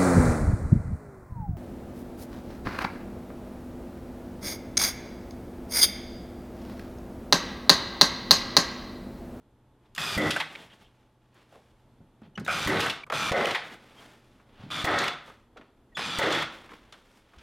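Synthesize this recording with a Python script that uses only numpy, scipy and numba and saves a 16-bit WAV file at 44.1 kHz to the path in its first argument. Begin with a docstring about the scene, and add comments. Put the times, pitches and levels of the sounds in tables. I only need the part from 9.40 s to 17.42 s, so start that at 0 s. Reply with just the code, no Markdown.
"""Battery nailer in a workshop

Five nails go into a plywood cabinet. Each time, a geared motor whines as it cocks the piston, the shot
booms through the wood and the room, and latches clack as the motor winds back. A limiter holds the boom
flat. Sleeves rustle and the tool's nose scrapes, taps and squeaks, over a faint hum and room air."""
import sys
import numpy as np
from scipy import signal
from scipy.fft import rfft, irfft
from scipy.io import wavfile
from scipy.ndimage import uniform_filter1d, minimum_filter1d
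from numba import njit

SR = 44100
rng = np.random.default_rng(int(sys.argv[2]) if len(sys.argv) > 2 else 0)


def dump_mix(stems):
    """Bounce the given channels to the path in sys.argv[1] as a 16-bit WAV at rate SR."""
    frames = np.atleast_2d(stems).T  # one column per channel
    limited = np.clip(frames, -1, 1)  # hard clip at full scale
    pcm = np.round(limited * 32767).astype(np.int16)
    wavfile.write(sys.argv[1], SR, pcm)


N = 353682
T = np.arange(N) / SR


def undb(db):
    return 10 ** (np.asarray(db) / 20)


def level(x, db=0):
    """Set a sound's average (rms) level."""
    return x * undb(db) / np.sqrt(np.mean(x ** 2))


def colour(x, table):
    """Shape a sound's bass and treble with (frequency [Hz], level [dB]) points."""
    hz, db = np.transpose(table)
    f = np.maximum(np.fft.rfftfreq(x.shape[-1], 1 / SR), 1)
    return irfft(rfft(x) * undb(np.interp(np.log(f), np.log(hz), db)), x.shape[-1])


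def wander(rate):
    """Glide to a new random value, roughly 1 in size, `rate` times a second."""
    k = int(SR / rate)
    return 1.4 * uniform_filter1d(np.repeat(rng.standard_normal(N // k + 1), k), k)[:N]


def add(out, s, x):
    """Mix x into out, starting at s seconds."""
    i = int(s * SR)
    out[i:i + len(x)] += x[:max(len(out) - i, 0)]


def fall(t, ring_s):
    """Die away by 60 dB in ring_s seconds: the "ring time" in the tables."""
    return 1000. ** (-t / np.maximum(ring_s, .005))


def burst(hz, ring_s, q, hold_s=0):
    """A puff of noise around one pitch that holds, then dies. Higher q sounds more like a note."""
    t = np.arange(SR // 4) / SR
    b, a = signal.iirpeak(np.clip(hz, 30, 9000), q, SR)
    x = rng.standard_normal(len(t)) * fall(np.maximum(t - hold_s, 0), ring_s) * np.minimum(t / .0015, 1)
    x = signal.lfilter(b, a, signal.lfilter(b, a, x))
    return x / np.abs(x).max()


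def knock(hz, treble_db, ring_s, q, hold_s=0):
    """Two hard things meet: a main burst, a higher and a lower one, and a bright tick."""
    main = burst(hz, ring_s, q, hold_s)
    high = burst(1.7 * hz, .7 * ring_s, q, hold_s)
    low = burst(hz / 2.2, min(ring_s, .08), min(q, 2.2), hold_s)
    tick = burst(7500, min(.6 * ring_s, .04), .9, hold_s)
    return main + .4 * high + .4 * low + undb(treble_db) * tick


def stereo(middle, side):
    """Make left and right by adding and subtracting the side signal."""
    return middle + side * np.array([[1], [-1]])


# The tone of the room's air: (frequency [Hz], level [dB])
AIR_TONE = [(12, -41.5), (20, -3.5), (127, -8), (154, -16), (241, -7), (277, -11), (802, -21), (873, -20.5),
            (949, -21.5), (2200, -34.5), (3400, -36), (5500, -45), (12100, -46), (16000, -61)]
def air():
    """Soft, low room noise, nearly alike in both ears."""
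    middle, side = colour(rng.standard_normal((2, N)), AIR_TONE)
    noise = stereo(middle, .05 * side + .6 * np.diff(side, prepend=0))
    return level(noise, -62) * undb(1.5 * wander(2.2))


# The notes of the hum: (pitch [Hz], average level [dB])
HUM_NOTES = [(123.8, -68), (861, -80.5)]
def hum(stop_s=5.2):
    """A faint hum that wavers, then stops."""
    notes = sum(np.sqrt(2) * undb(db + .5 * wander(1.3)) * np.sin(2 * np.pi * hz * T)
                for hz, db in HUM_NOTES)
    return notes * np.clip((stop_s - T) / .03, 0, 1)


# Sleeve and hand movements: (loudest at [s], level [dB], rise [s], fade [s], treble [dB])
SLEEVE_SWEEPS = [(0.461, -69, 0.086, 0.065, -19), (1.129, -50.5, 0.38, 0.5, -13),
                 (1.96, -62, 0.045, 0.15, -20.5), (2.13, -64.5, 0.24, 0.51, -10.5),
                 (2.839, -58.5, 0.037, 0.061, -31), (4.23, -45, 0.039, 0.28, -15.5),
                 (4.61, -53.5, 0.15, 0.44, -12), (5.23, -50.5, 0.14, 0.15, -23),
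                 (5.88, -49, 0.13, 0.11, -14.5), (6.24, -61, .06, 0.12, -34),
                 (7.13, -50.5, 0.06, 0.41, -16), (7.32, -51.5, 0.047, 0.083, -18),
                 (7.55, -59, 0.032, 0.2, -14), (7.77, -62.5, 0.2, 0.083, -7), (8.02, -56.5, 0.21, .1, -15)]
# The tone of rubbing cloth: (frequency [Hz], level [dB])
CLOTH_TONE = [(88, -46.5), (150, -2), (179, 5.5), (448, 1.5), (854, 0), (3220, -6), (4410, -12.5),
              (14500, -55.5), (16000, -22)]
# The sizzle of fine rubbing, also used for the motor's brushes: (frequency [Hz], level [dB])
SIZZLE_TONE = [(2000, -35), (5000, 4.5), (7000, 1), (11000, -3), (15000, -10), (16500, -28.5)]
def rustle():
    """Cloth rubs in grainy sweeps that rise and fade by 20 dB in the listed times."""
    cloth_gain, sizzle_gain = undb(-101.5), undb(-124.5)  # cloth never quite rests
    for s, db, rise, fade, treble_db in SLEEVE_SWEEPS:
        sweep = undb(db - 20 * np.maximum((s - T) / rise, (T - s) / fade))
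        cloth_gain += sweep
        sizzle_gain += undb(treble_db) * sweep
    grains = rng.standard_normal((2, N)) * undb(2 * wander(25) + 1.2 * wander(200))
    cloth = level(colour(grains[0], CLOTH_TONE))
    sizzle = level(colour(grains[1], SIZZLE_TONE))
    return cloth_gain * cloth + sizzle_gain * sizzle


# Clacks of the trigger and the starting motor: (time [s], level [dB], pitch [Hz], ring time [s])
TRIGGER_CLACKS = [(0.549, -38.5, 3700, 0.047), (0.56, -35, 2820, 0.064), (.579, -13, 1880, 0.03),
                  (3.047, -40.5, 3900, 0.12), (3.063, -29, 1330, 0.021), (3.078, -10, 1404, 0.2),
                  (3.699, -23, 1250, 0.047), (3.723, -11.5, 1320, 0.044), (6.57, -23.5, 1490, 0.046),
                  (6.591, -21.5, 1120, 0.035)]
def trigger_clacks():
    """The trigger and motor clack. Higher clacks tick harder; longer ones have a clearer pitch."""
    out = np.zeros(N)
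    for s, db, hz, ring_s in TRIGGER_CLACKS:
        treble_db = -26.5 + 14.5 * np.log2(hz / 1000)
        add(out, s, undb(db) * knock(hz, treble_db, ring_s, q=34 * ring_s))
    return out


# One row per nail: (motor start [s], shot [s], brush hiss [dB], cocking [dB], winding back [dB],
# shot level [dB], extra bass [dB], extra blade ring [dB], extra low-middle tones [dB])
NAILS = [(0.577, 0.776, -8.5, -36.5, -37, -13, 4.5, 2, 0.5),
         (3.073, 3.273, -13, -34.5, -27.5, -8.5, 1.5, 1, -1),
         (3.72, 3.918, -15.5, -33, -30, -3, -15, -4.5, 1.5),
         (5.303, 5.447, -18, -36.5, -27.5, -1, -9.5, -5, -4.5),
         (6.567, 6.791, -22.5, -36.5, -24.5, -9.5, -14, -3, 3.5)]
# Each nail's blow; a "lead" is time before the shot: (motor dip lead [s], motor dip [dB], snap [dB],
# hiss and tick [dB], jolt lead [s], jolt [dB], hiss lead [s], shudder [dB],
# plywood ring time [factor], blade ring time [factor])
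BLOWS = [(0.0084, -12.5, 2.5, 2.5, 0.009, -9.5, .001, -15, 0.78, 0.82),
         (0.014, -3, 6.5, 3.5, 0.011, -16, .001, -13, 0.87, 0.63),
         (0.015, -22, 6.5, -10, 0.0043, -5, .001, -19, 0.99, 0.56),
         (0.016, -12, 8.5, 3, 0.0052, -4.5, .004, -16, 1, 0.69),
         (0.0036, 0, 8, 0.5, 0.005, -11, 0.0053, -13.5, 0.97, 0.74)]
# Each nail's whine: (five columns of boost for harmonics 1-5 [dB], housing ring [dB], speed [factor])
WHINES = [(4, 1, 3.3, 2, -2.5, -8, 1.01), (3, -5, 2.3, -3.5, 4.5, -15.5, 1.0),
          (0.5, 0.5, 3, -8.5, 3.5, -19, 0.99), (9, -1.5, 6, -5, -3, -7.5, 0.99),
          (-2, -2, 3, -3, 1, -9, 0.99)]
# The gears slow as the load builds towards the shot: (time from the shot [s], base pitch [Hz])
GEAR_PITCH = [(-.21, 1277), (-.14, 1226), (-.07, 1199), (0, 1173), (.1, 1215)]
def motor_drive(run_on_s=.243):
    """The motor's pitch and levels over time: it cocks the piston, lets go, winds back and stops."""
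    hz = np.full(N, 1200.)
    gain, load, hiss, housing = np.zeros((4, N))
    boosts_db = np.zeros((len(GEAR_HARMONICS), N))
    for nail, whine, (lead, dip_db, *_) in zip(NAILS, WHINES, BLOWS):
        start, shot, hiss_db, cock_db, back_db, *_ = nail
        *harmonics_db, housing_db, speed = whine
        stop = shot + run_on_s
        on = (T >= start) & (T < stop + .1)
        loudness = [(start, cock_db - 9), (start + .0073, cock_db), (shot - lead - .004, cock_db),
                    (shot - lead, cock_db + dip_db), (shot, cock_db + dip_db),
                    (shot + .0045, back_db), (stop, back_db - 12.5), (stop + .014, -70)]
        gain[on] = undb(np.interp(T[on], *np.transpose(loudness)))
        hz[on] = speed * np.interp(T[on] - shot, *np.transpose(GEAR_PITCH))
        load[on] = np.where(T[on] < shot, 1, .25)
        hiss[on], housing[on] = undb(hiss_db), undb(housing_db)
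        boosts_db[:len(harmonics_db), on] = np.array(harmonics_db)[:, None]
    return hz, gain, load, hiss, housing, boosts_db


# The notes that make up the whine: (multiple of the gear pitch [factor], level [dB])
GEAR_HARMONICS = [(1, -19), (2, 3), (3, -11.5), (4, -1.5), (5, -11.5), (6, -12.5), (7, -15.5), (8, -18.5),
                  (9, -23.5)]
# The tone of grinding gears: (frequency [Hz], level [dB])
GRIND_TONE = [(35, -22), (60, -9.5), (156, 5), (448, -6), (946, -1.5), (1140, -0.5), (1220, 4.5),
              (1700, -2.5), (2470, -4.5), (3040, -1.5), (3500, -3.5), (3850, -4.5), (10500, -32),
              (14900, -37), (16000, -47.5)]
def motor(teeth_per_turn=10.4, housing_hz=3468, housing_width_hz=140):
    """Gears whine and grind and brushes hiss, throbbing once a turn. Tooth ticks ring the housing."""
    hz, gain, load, hiss, housing, boosts_db = motor_drive()
    phase = 2 * np.pi * np.cumsum(hz * (1 + .007 * wander(200))) / SR
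    turn = np.sin(phase / teeth_per_turn)
    notes = sum(undb(db + boost_db + 3.5 * wander(200)) * np.sin(k * phase)
                for (k, db), boost_db in zip(GEAR_HARMONICS, boosts_db))
    whine = undb(-9.5) * notes * (1 + .4 * turn)
    throb = 1 + .18 * turn
    grit = undb(1.5 * wander(600))
    grind = colour(rng.standard_normal(N) * grit, GRIND_TONE) * throb
    # one tick of random strength each time two teeth meet
    teeth = np.diff(phase // (2 * np.pi), prepend=0) * undb(5.5 * rng.standard_normal(N))
    brushes = colour(rng.standard_normal(N) * grit + level(teeth, -12), SIZZLE_TONE) * throb
    resonance = signal.iirpeak(housing_hz, housing_hz / housing_width_hz, SR)
    ring = signal.lfilter(*resonance, teeth * rng.standard_normal(N))
    return gain * (level(grind) + housing * level(ring) + load * whine + hiss * level(brushes))


def bench_jolts():
    """A jolt runs through the bench just ahead of each shot: a dip, then a slower swing back."""
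    out = np.zeros(N)
    for (_, s, _, _, _, db, *_), (_, _, _, _, lead, jolt_db, *_) in zip(NAILS, BLOWS):
        add(out, s - lead, -undb(db + jolt_db) * np.hanning(int(.0039 * SR)))
        add(out, s - lead + .0027, undb(db + jolt_db - 2.5) * np.hanning(int(.0091 * SR)))
    return out


def nose_snaps():
    """The release hisses, then the tool's nose ticks and snaps, chattering for a moment."""
    out = np.zeros(N)
    for (_, s, _, _, _, db, *_), (_, _, snap_db, tick_db, _, _, lead, *_) in zip(NAILS, BLOWS):
        add(out, s - lead, undb(db + tick_db - 7) * burst(4100, ring_s=.08, q=.5))
        add(out, s - .001, undb(db + tick_db - 7.5) * burst(7000, ring_s=.035, q=.34, hold_s=.008))
        add(out, s - .001, undb(db + snap_db) * burst(1200, ring_s=.031, q=.4, hold_s=.008))
    return out


def low_boost(hz, bass_db, mid_db):
    """Pick the extra level for a bass or low-middle pitch."""
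    return bass_db if hz < 450 else mid_db if hz < 950 else 0


# The cabinet's natural notes: (pitch [Hz], level [dB], ring time [s])
PLYWOOD_NOTES = [(90, -11.5, 0.17), (153.7, -22, 0.9), (210, 1, 0.079), (300.5, -6, 0.25),
                 (379, -10.5, 0.4), (551, 1.5, 0.055), (603, -7.5, 0.14), (728, 0, 0.064), (906, 3, 0.027),
                 (1038, 0, 0.018), (1290, -10, 0.16), (1490, -12.5, 0.43), (2400, -18.5, 0.078),
                 (3080, -13.5, 0.074)]
def plywood_ring(t, stretch, bass_db, mid_db):
    """Struck plywood rings at many pitches at once, a little differently on each blow."""
    ring = 0
    for hz, db, ring_s in PLYWOOD_NOTES:
        gain = undb(db + 2 * rng.standard_normal() + low_boost(hz, bass_db, mid_db))
        pitch = hz * (1 + .023 * rng.standard_normal())
        ring += gain * np.sin(2 * np.pi * pitch * t) * fall(t, ring_s * stretch)
    return ring * np.minimum(t / .0021, 1)


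# The notes of the steel blade that drives the nail: (pitch [Hz], ring time [s])
BLADE_NOTES = [(1940, 0.082), (2010, 0.1)]
def blade_ring(t, stretch):
    """The blade rings and rattles in its guide, so its level and pitch wobble."""
    ring = 0
    for hz, ring_s in BLADE_NOTES:
        gain = undb(4.5 * wander(150)[:len(t)]) * fall(t, ring_s * stretch)
        pitch = hz * (1 + .012 * wander(214)[:len(t)])
        ring += gain * np.sin(2 * np.pi * np.cumsum(pitch) / SR)
    return ring


# The tone of the shot's crack: (frequency [Hz], level [dB])
CRACK_TONE = [(47, -37), (80, 1), (493, 2), (538, 1), (1000, -4), (1990, -6.5), (2330, -15), (3470, -16.5),
              (9400, -45.5), (16000, -63)]
def shots():
    """Each blow cracks through the air and rings wood and blade; the winding motor shakes the wood."""
    out, t = np.zeros(N), np.arange(SR // 2) / SR
    shudder = np.interp(t, [.02, .04, .105, .115], [0, 1, 1, 0])
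    for nail, (*_, shudder_db, wood_stretch, blade_stretch) in zip(NAILS, BLOWS):
        _, s, _, _, _, db, bass_db, blade_db, mid_db = nail
        ring = plywood_ring(t, wood_stretch, bass_db, mid_db)
        ring += undb(blade_db + 1.5) * blade_ring(t, blade_stretch)
        tone = [(hz, tone_db + low_boost(hz, bass_db, mid_db)) for hz, tone_db in CRACK_TONE]
        noise = level(colour(rng.standard_normal(len(t)), tone), 1)
        crack = noise * (fall(t, .057) + undb(shudder_db) * shudder)
        add(out, s, undb(db) * (undb(-4.5) * ring + crack))
    return out


# Clacks after each shot: (time [s], level [dB], pitch [Hz], treble [dB], ring time [s])
LATCH_CLACKS = [(0.809, -31, 1100, -15, 0.027), (.9055, -12.5, 3040, -8.5, 0.047),
                (0.961, -15, 1510, -15.5, 0.054), (1.0, -15.5, 2210, -20, 0.06),
                (3.331, -19, 1880, -23, 0.076), (3.3677, -10.5, 1997, -25, 0.048),
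                (3.403, -14, 2830, -8, 0.071), (3.459, -18, 1540, -14.5, 0.075),
                (3.4967, -20, 2800, -19, 0.055), (3.9487, -28, 1320, -16, .04),
                (4.0547, -10.5, 2560, -11.5, 0.02), (4.068, -24, 1490, -12, 0.033),
                (4.1075, -21, 2370, -16, 0.04), (4.146, -11, 1970, -23, 0.064),
                (5.5086, -10, 1180, -18, 0.058), (5.586, -10.5, 3830, -15, 0.033),
                (5.638, -17, 2240, -15, 0.046), (5.6789, -18, 2540, -16.5, 0.032),
                (5.732, -35.5, 1480, -17, 0.037), (6.8257, -11.5, 2150, -22, 0.052),
                (6.9225, -16, 3527, -16, 0.043), (6.9464, -23, 2000, -22, 0.055),
                (6.985, -21, 1745, -16, 0.037), (7.0196, -23, 1980, -16.5, 0.063)]
def latches():
    """The piston bounces, then latches catch and chatter as it winds back."""
    out = np.zeros(N)
    for s, db, hz, treble_db, ring_s in LATCH_CLACKS:
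        add(out, s, undb(db) * knock(hz, treble_db, ring_s, q=2.2, hold_s=.13 * ring_s))
    return out


# Ticks of a loose part: (time [s], level [dB], pitch [Hz])
LOOSE_TICKS = [(1.1515, -30, 2220), (1.1559, -30.5, 2280)]
def loose_part():
    """A loose part of the tool ticks twice."""
    out = np.zeros(N)
    for s, db, hz in LOOSE_TICKS:
        add(out, s, undb(db) * burst(hz, ring_s=.013, q=2))
    return out


# Short slides of the nose: (time [s], length [s], level [dB], pitch [Hz])
NOSE_SCRAPES = [(1.168, 0.072, -48.5, 3260), (1.299, 0.032, -49, 2980), (1.298, .04, -53, 1880),
                (1.44, 0.037, -56.5, 3070)]
def scrapes():
    """The nose scrapes over the plywood in short, held bursts of noise."""
    out = np.zeros(N)
    for s, length, db, hz in NOSE_SCRAPES:
        add(out, s, undb(db) * burst(hz, ring_s=.068, q=3.5, hold_s=length))
    return out


# Light taps on the wood: (time [s], level [dB], pitch [Hz], treble [dB])
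WOOD_TAPS = [(1.943, -66, 955, 5), (2.817, -49.5, 1010, -18), (2.975, -28, 1550, -36),
             (3.665, -45, 1150, -13), (4.341, -41.5, 1370, -9), (4.997, -53, 1315, -54),
             (5.876, -42.5, 1060, -25), (5.898, -42, 1030, -20), (6.169, -41, 1350, -28),
             (6.172, -50, 3200, -25), (2.996, -46.5, 4500, 0), (7.523, -40, 3300, -17),
             (6.211, -44.5, 1286, -33), (7.29, -43, 1410, -29), (7.317, -39, 1000, -23),
             (7.524, -43, 1230, -9), (7.539, -41.5, 1450, -21), (7.934, -50, 1310, -21),
             (7.984, -48, 3030, -24)]
def taps():
    """The nose and fingers tap the plywood."""
    out = np.zeros(N)
    for s, db, hz, treble_db in WOOD_TAPS:
        add(out, s, undb(db) * knock(hz, treble_db, ring_s=.07, q=1.8))
    return out


# Bumps on the cabinet: (time [s], level [dB], pitch [Hz])
CABINET_BUMPS = [(2.124, -46, 615), (2.149, -47, 560), (2.603, -45.5, 152), (2.817, -40, 159),
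                 (2.86, -47, 176), (2.975, -28.5, 145), (3.01, -29, 170), (5.193, -43.5, 99),
                 (5.234, -35.5, 150), (5.26, -38, 176), (6.16, -43, 547), (6.19, -45, 245),
                 (7.959, -46.5, 40.4)]
def bumps():
    """The bumped cabinet gives a dull thud with no tick on top."""
    out = np.zeros(N)
    for s, db, hz in CABINET_BUMPS:
        add(out, s, undb(db) * burst(hz, ring_s=.19, q=1.2))
    return out


# Squeaks of the spring: (time [s], length [s], pitch [Hz], level [dB], octave above [dB])
SPRING_SQUEAKS = [(2.952, .015, 3080, -40, -14), (3.632, .013, 2420, -34, -30),
                  (6.546, .026, 3540, -39, -14), (6.513, .035, 1950, -61, -30), (4.55, .08, 3280, -56, -30)]
def squeaks():
    """The spring in the nose squeaks: a scratchy note that swells and fades as its pitch sags."""
    out = np.zeros(N)
    for s, length, hz, db, octave_db in SPRING_SQUEAKS:
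        t = np.arange(int(length * SR)) / SR
        scratch = .055 * np.cumsum(rng.standard_normal(len(t)))
        phase = 2 * np.pi * hz * (t - .03 * t ** 2 / length) + scratch
        swell = np.sin(np.pi * t / length) ** 2
        add(out, s, undb(db) * swell * (np.sin(phase) + undb(octave_db) * np.sin(2 * phase)))
    return out


# How long the workshop echoes: (frequency [Hz], ring time [s])
ROOM_RING = [(100, 0.29), (400, 0.41), (1500, 0.5), (5000, 0.4), (12000, 0.22)]
def room(x, cut_s=3.646):
    """The echo dies at its own rate in each band. Whatever is still echoing at cut_s stops short."""
    t = np.arange(SR) / SR
    room_hz, room_s = np.transpose(ROOM_RING)
    tail = 0
    for hz in 64 * 2 ** np.arange(0, 8.1, .5):
        band = signal.butter(2, [hz / 2 ** .25, hz * 2 ** .25], "band", fs=SR, output="sos")
        ring_s = np.interp(np.log(hz), np.log(room_hz), room_s)
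        tail += signal.sosfilt(band, rng.standard_normal((2, SR))) * fall(t, ring_s)
    tail *= np.clip((t - .008) / .0013, 0, 1) / np.sqrt(np.sum(tail[0] ** 2))  # starts 8 ms late
    side = undb(-32) * (tail[1] + 2.7 * np.diff(tail[1], prepend=0))
    echo = stereo(tail[0], side)
    early, late = (signal.fftconvolve((x * part)[None], echo, axes=1)[:, :N]
                   for part in (T < cut_s, T >= cut_s))
    return early * np.clip((cut_s - T) / .0013, 0, 1) + late


def scene():
    """Mix the nailer, the handling sounds, their echo and the background."""
    whine, boom = motor(), shots()
    clatter = trigger_clacks() + latches() + taps() + loose_part() + scrapes() + bumps() + squeaks()
    small_sounds = clatter + rustle()
    # the cabinet throws the boom all round the shop; small sounds aim more at the microphone
    echo = room(undb(-2.5) * whine + undb(-4.5) * boom + undb(-11.5) * small_sounds)
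    return whine + boom + bench_jolts() + nose_snaps() + small_sounds + echo + air() + hum()


def microphone(x, hz=3440, width_hz=300, lift_db=2.5):
    """The microphone lifts one treble band."""
    return x + (undb(lift_db) - 1) * signal.lfilter(*signal.iirpeak(hz, hz / width_hz, SR), x)


def widen(x):
    """A faint, scattered difference between left and right gives slight stereo width."""
    t = np.arange(SR // 10) / SR
    scatter = rng.standard_normal(len(t)) * fall(t, .1)
    scatter /= np.sqrt(np.sum(scatter ** 2))
    side = signal.fftconvolve(x.mean(0), scatter + 1.9 * np.diff(scatter, prepend=0))[:N]
    return stereo(x, undb(-30) * side)


@njit
def recover(gain, step):
    """Let the gain drop at once, but climb back only by the factor `step` each sample."""
    out, g = np.empty(len(gain)), 1.
    for i in range(len(gain)):
        g = min(gain[i], g * step)
        out[i] = g
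    return out


def limiter(x, ceiling_db=-16.6, ahead_s=.0022, recover_db_per_s=650):
    """Turn the volume down just before each loud peak, then quickly back up."""
    ahead = int(ahead_s * SR)
    needed = np.minimum(1, undb(ceiling_db) / (np.abs(x).max(0) + 1e-9))
    gain = recover(minimum_filter1d(needed, 2 * ahead + 1), undb(recover_db_per_s / SR))
    return x * uniform_filter1d(gain, ahead)


def record(dry, top_hz=15800):
    """Pick up the sound, widen it, limit its peaks and cut the highest treble."""
    treble_cut = signal.ellip(10, .2, 85, top_hz, fs=SR, output="sos")
    return signal.sosfilt(treble_cut, limiter(widen(microphone(dry))))


dry = scene()
out = record(dry)
dump_mix(out)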